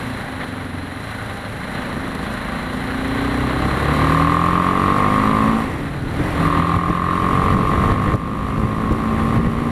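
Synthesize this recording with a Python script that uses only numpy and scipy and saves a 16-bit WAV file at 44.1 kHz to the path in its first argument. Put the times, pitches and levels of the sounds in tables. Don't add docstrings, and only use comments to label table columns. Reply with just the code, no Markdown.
import sys
import numpy as np
from scipy import signal
from scipy.fft import rfft, irfft, next_fast_len
from scipy.io import wavfile
from scipy.ndimage import uniform_filter1d, map_coordinates

SR = 44100
rng = np.random.default_rng(int(sys.argv[2]) if len(sys.argv) > 2 else 0)


def transcribe(signal):
    frames = np.atleast_2d(signal).T
    limited = np.clip(frames, -1, 1)
    pcm = np.round(limited * 32767).astype(np.int16)
    wavfile.write(sys.argv[1], SR, pcm)


N = 428211


def engine_boom(cycle, firing_hz, throttle):
    # (multiple of firing rate, piston shake [dB], gas pressure [dB])
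    orders = [(2, -20, -5), (3, -12, -5.5), (4, 2, 4), (5, -14.5, -12.5)]
    # (frequency [Hz], gain [dB])
    pipe = [(52, 3), (66, 8.5), (100, -0.5), (125, 2), (165, 2.5), (200, -3), (222, 9), (255, 13),
            (290, 11.5)]
    # (time [s], added shake [dB], width [s])
    clutch_pulls = [(5.8, 5, .08), (6.02, 9.5, 0.091)]
    shake = engine_gain(firing_hz, throttle, shut_db=-34, octave_db=5.4) * (1 + swells(clutch_pulls))
    pressure = engine_gain(firing_hz, throttle, shut_db=-19.5, octave_db=3.74) * throttle ** 1.32
    pipe_hz, pipe_db = np.transpose(pipe)
    boom = np.zeros(N)
    for order, shake_db, pressure_db in orders:
        pipe_gain = amp(np.interp(order * firing_hz, pipe_hz, pipe_db) + 0.6 * wobble(13))
        force = amp(shake_db) * shake - amp(pressure_db) * pressure
        boom += pipe_gain * force * np.cos(2 * np.pi * order * cycle)
    return boom


def exhaust_growl(cycle, firing_hz, throttle, smear_cycles=0.71, sixth_db=-6):
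    # (frequency [Hz], gain [dB])
    resonances = [(150, 1.5), (235, 0), (272, 5.5), (335, -7.5), (380, -8), (435, -9), (520, -8),
                  (620, -13.5), (700, -13.5), (780, -8), (870, -47), (1000, -6), (1300, -33)]
    pipe_hz, pipe_db = np.transpose(resonances)
    growl = np.zeros(N)
    for order in range(6, 24):
        level_db = np.interp(order * firing_hz, pipe_hz, pipe_db) + sixth_db * (order == 6)
        phase = 2 * np.pi * (order * cycle + smear_cycles * (rng.random() - .5))
        growl -= amp(level_db + 2.1 * wobble(12)) * np.cos(phase)
    gain = engine_gain(firing_hz, pipe_drive(throttle), shut_db=-36.5, octave_db=4.1, open_db=14.4)
    return gain * steady(growl)


def exhaust_thuds(cycle, firing_hz, throttle):
    # (frequency [Hz], level [dB], t60 [s])
    silencer = [(258, 2.5, 0.17), (270.2, 5.5, 0.097), (409.8, 5.5, 0.054), (472, -1, 0.029),
                (636, -20, 0.02), (781, -1.5, 0.14)]
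    ragged = .3 * (1 - throttle) + .12 * throttle
    blows = pulses(cycle, scatter_db=1.2, jitter_ms=.05) + ragged * puffs(cycle, decay_cycles=.35)
    pipe = band(ring(blows, silencer), low_hz=212, high_hz=890, order=3)
    muffled = band(pipe, low_hz=152, high_hz=380)
    thuds = throttle * pipe + (1 - throttle) * (muffled + .3 * pipe)
    gain = engine_gain(firing_hz, pipe_drive(throttle), shut_db=-36, octave_db=3.8, open_db=12)
    return gain * steady(thuds)


def intake_bark(cycle, firing_hz, throttle, duct_echo=0.32, duct_delay_s=.0075):
    # (frequency [Hz], level [dB], t60 [s])
    airbox = [(1099, 3.5, 0.037), (1172, 1, 0.038), (1260, -8, 0.029)]
    turbulence = np.interp(firing_hz, [42, 58], [.17, .45])
    gulps = pulses(cycle, scatter_db=.6, jitter_ms=.03) + turbulence * puffs(cycle, decay_cycles=.4)
    gulps = gulps + duct_echo * np.roll(gulps, round(duct_delay_s * SR))
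    bark = band(ring(gulps, airbox), low_hz=954, high_hz=1302, order=3)
    return engine_gain(firing_hz, throttle, shut_db=-50, octave_db=2, open_db=37.47) * steady(bark)


def valve_clatter(cycle, firing_hz, throttle):
    # (frequency [Hz], density [dB])
    patter_spectrum = [(300, -48), (400, -4.5), (600, 0), (690, -4), (780, 1.5), (880, -3), (1200, -1),
                       (1330, -3), (1480, 0), (1700, -2.5), (1950, -1), (2400, -11), (3300, -13.5),
                       (3750, -15), (4080, -9.5), (4500, -29), (5200, -42)]
    # (frequency [Hz], density [dB])
    rasp_spectrum = [(300, -1.5), (600, -5), (900, -1), (1400, -3), (1650, -5.5), (1900, -1.5),
                     (2350, -9.5), (3100, -15), (4050, -18.5), (4600, -30), (5300, -56)]
    # (time [s], level [dB], width [s])
    rattles = [(.415, -33, 0.0061), (.435, -32, .006), (1.78, -41, 0.014)]
    patter = 0.45 * puffs(cycle, decay_cycles=0.36) + 0.39 * puffs(2 * cycle + .3, decay_cycles=0.13)
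    patter = coloured(patter + 1.1 * rng.standard_normal(N), patter_spectrum)
    rasp = coloured(.5 * puffs(cycle, decay_cycles=0.42) + 1.5 * rng.standard_normal(N), rasp_spectrum)
    rasp_share = np.interp(firing_hz, [30, 45], [0, 1])
    gain = engine_gain(firing_hz, throttle, shut_db=-30.5, octave_db=8.74, open_db=6.2)
    envelope = gain * amp(0.71 * wobble(35)) + swells(rattles)
    return envelope * (np.sqrt(1 - rasp_share) * patter + np.sqrt(rasp_share) * rasp)


def engine_hiss(cycle, firing_hz, throttle):
    # (frequency [Hz], density [dB])
    spectrum = [(2500, -34), (4500, 5), (5100, -3.5), (5700, 1.5), (6500, -6.5), (7200, 1.5), (8000, -4.5),
                (9100, 3.5), (10000, -1), (11500, 0), (12600, -6), (13200, -9), (15300, -19)]
    # (time [s], level [dB], width [s])
    ticks = [(2.151, -44, 0.0023), (2.24, -57, 0.013), (2.33, -54, 0.012), (7.925, -39, .002),
             (8.155, -30, .003), (8.925, -30, .003)]
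    fizz = coloured(rng.standard_normal(N) + .5 * puffs(cycle, decay_cycles=0.21), spectrum)
    gain = engine_gain(firing_hz, throttle, shut_db=-50, octave_db=12.3, open_db=1.4)
    return (gain * amp(0.67 * wobble(25)) + swells(ticks)) * fizz


def wind():
    # (time [s], level [dB])
    airflow = [(0, -33), (.8, -36.5), (2.1, -31), (2.7, -32), (3.6, -26.5), (4.8, -22.5), (5.5, -14.5),
               (5.9, -20), (6.7, -19), (7.1, -20.5), (7.55, -11), (8.3, -10), (9.2, -9), (9.71, -7)]
    # (time [s], level [dB], width [s])
    gusts = [(1.77, -28, 0.016), (1.97, -27, 0.011), (4.9, -22, 0.031), (5.28, -19, 0.018),
             (6.21, -6.5, 0.0085), (6.6, -13, 0.0083), (6.77, -5, 0.0087), (6.9, -3, 0.01),
             (7.55, -8, 0.023), (7.92, -8.5, 0.02), (8.08, -3.5, 0.014), (8.15, 3.5, 0.01),
             (8.59, -4, 0.021), (8.645, -0.5, 0.012), (8.92, 2, 0.011), (9.39, 0.5, .02), (9.47, 2, 0.011)]
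    # (frequency [Hz], density [dB])
    rumble = [(12, -21), (28, -9), (55, -4), (100, -3), (160, -2.5), (260, -10.5), (400, -15), (800, -30),
              (2000, -51), (6000, -60), (15000, -85)]
    buffet_db = curve(airflow) + 1 + 0.89 * wobble(22)
    eddies = steady(coloured(rng.standard_normal(N), rumble), span_s=0.036)
    blasts = steady(coloured(rng.standard_normal(N), rumble), span_s=.018)
    return amp(buffet_db) * eddies + swells(gusts) * blasts


def whine(hz=10519, level_db=-53):
    return amp(level_db) * np.sin(2 * np.pi * hz * np.arange(N) / SR)


def engine_gain(firing_hz, throttle, shut_db, octave_db, open_db=0, cruise_hz=28):
    return amp(shut_db + octave_db * np.log2(firing_hz / cruise_hz) + open_db * throttle)


def pipe_drive(throttle):
    return throttle ** 0.49


def pulses(cycle, scatter_db, jitter_ms):
    onsets = np.interp(np.arange(1, int(cycle[-1])), cycle, np.arange(N))
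    size, late = rng.standard_normal((len(onsets), 2)).T
    onsets = np.clip(np.round(onsets + late * jitter_ms * SR / 1000), 0, N - 1).astype(int)
    return unit(np.bincount(onsets, amp(scatter_db * size), N))


def puffs(cycle, decay_cycles):
    return unit(rng.standard_normal(N) * np.exp(-(cycle % 1) / decay_cycles))


def ring(x, modes):
    t = np.arange(SR // 5) / SR
    body = sum(amp(db - 60 * t / t60_s) * np.cos(2 * np.pi * hz * t) for hz, db, t60_s in modes)
    return signal.fftconvolve(x, body)[:N]


def band(x, low_hz, high_hz, order=2):
    return signal.sosfilt(signal.butter(order, [low_hz, high_hz], "band", fs=SR, output="sos"), x)


def filtered(x, response):
    size = next_fast_len(N + SR // 2)
    return irfft(rfft(x, size) * response(np.fft.rfftfreq(size, 1 / SR)), size)[:N]


def coloured(x, spectrum):
    knots_hz, db = np.transpose(spectrum)
    return unit(filtered(x, lambda hz: amp(np.interp(np.log(hz + 1), np.log(knots_hz), db))))


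def swells(rows):
    t = np.arange(N) / SR
    return sum(amp(db) * np.exp(-.5 * np.minimum(((t - at_s) / width_s) ** 2, 100))
               for at_s, db, width_s in rows)


def curve(rows):
    times_s, values = np.transpose(rows)
    return np.interp(np.arange(N) / SR, times_s, values)


def wobble(rate_hz):
    knots = rng.standard_normal(int(N * rate_hz / SR) + 4)
    return map_coordinates(knots, [np.arange(N) * rate_hz / SR])


def steady(x, span_s=0.15):
    size = int(span_s * SR)
    power = uniform_filter1d(uniform_filter1d(x ** 2, size), size)
    return x / np.sqrt(np.abs(power) + 1e-12)


def unit(x):
    return x / np.sqrt(np.mean(x ** 2) + 1e-20)


def amp(db):
    return 10 ** (np.asarray(db) / 20)


def scene(valve_lead_cycles=0.0712):
    # (time [s], firing rate [Hz])
    revs = [(0.0, 29.57), (0.5, 23.87), (0.9, 22.06), (1.08, 27.76), (1.55, 25.6), (1.75, 28.39),
            (2.05, 26.41), (3.0, 29.16), (3.7, 33.56), (3.95, 37.33), (4.7, 45.64), (5.15, 51.82),
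            (5.6, 56.42), (5.82, 40.76), (6.05, 31.69), (6.25, 44.78), (6.4, 40.4), (7.4, 46.2),
            (8.6, 53.7), (9.3, 56.37), (9.71, 59.18)]
    # (time [s], throttle opening [0-1])
    twist_grip = [(0, 0.07), (.9, 0), (1.1, 0), (1.6, 0), (1.8, 0.22), (2.9, 0.29), (3.35, 0.47),
                  (3.8, 0.54), (4.35, 0.97), (5.52, 0.95), (5.68, 0.6), (5.77, 0.41), (6.05, 0.23),
                  (6.35, 0.44), (6.48, 0.91), (7.0, 0.98), (9.71, 0.86)]
    firing_hz, throttle = curve(revs), curve(twist_grip)
    cycle = np.cumsum(firing_hz) / SR
    harmonics = sum(part(cycle, firing_hz, throttle) for part in (engine_boom, exhaust_growl))
    strokes = sum(part(cycle + valve_lead_cycles, firing_hz, throttle)
                  for part in (exhaust_thuds, intake_bark, valve_clatter, engine_hiss))
    mono = harmonics + strokes + wind() + whine()
    return np.array([mono, mono])


def record(dry, ceiling_db=-12, detect_s=.007, recover_db_per_s=8.5, top_hz=15300):
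    power = uniform_filter1d(dry[0] ** 2, int(detect_s * SR))
    excess_db = np.maximum(10 * np.log10(np.abs(power) + 1e-12) - ceiling_db, 0)
    recovery_db = recover_db_per_s * np.arange(N) / SR
    duck_db = np.maximum.accumulate(excess_db + recovery_db) - recovery_db
    return np.array([filtered(side * amp(-duck_db), lambda hz: hz < top_hz) for side in dry])


dry = scene()
out = record(dry)
transcribe(out)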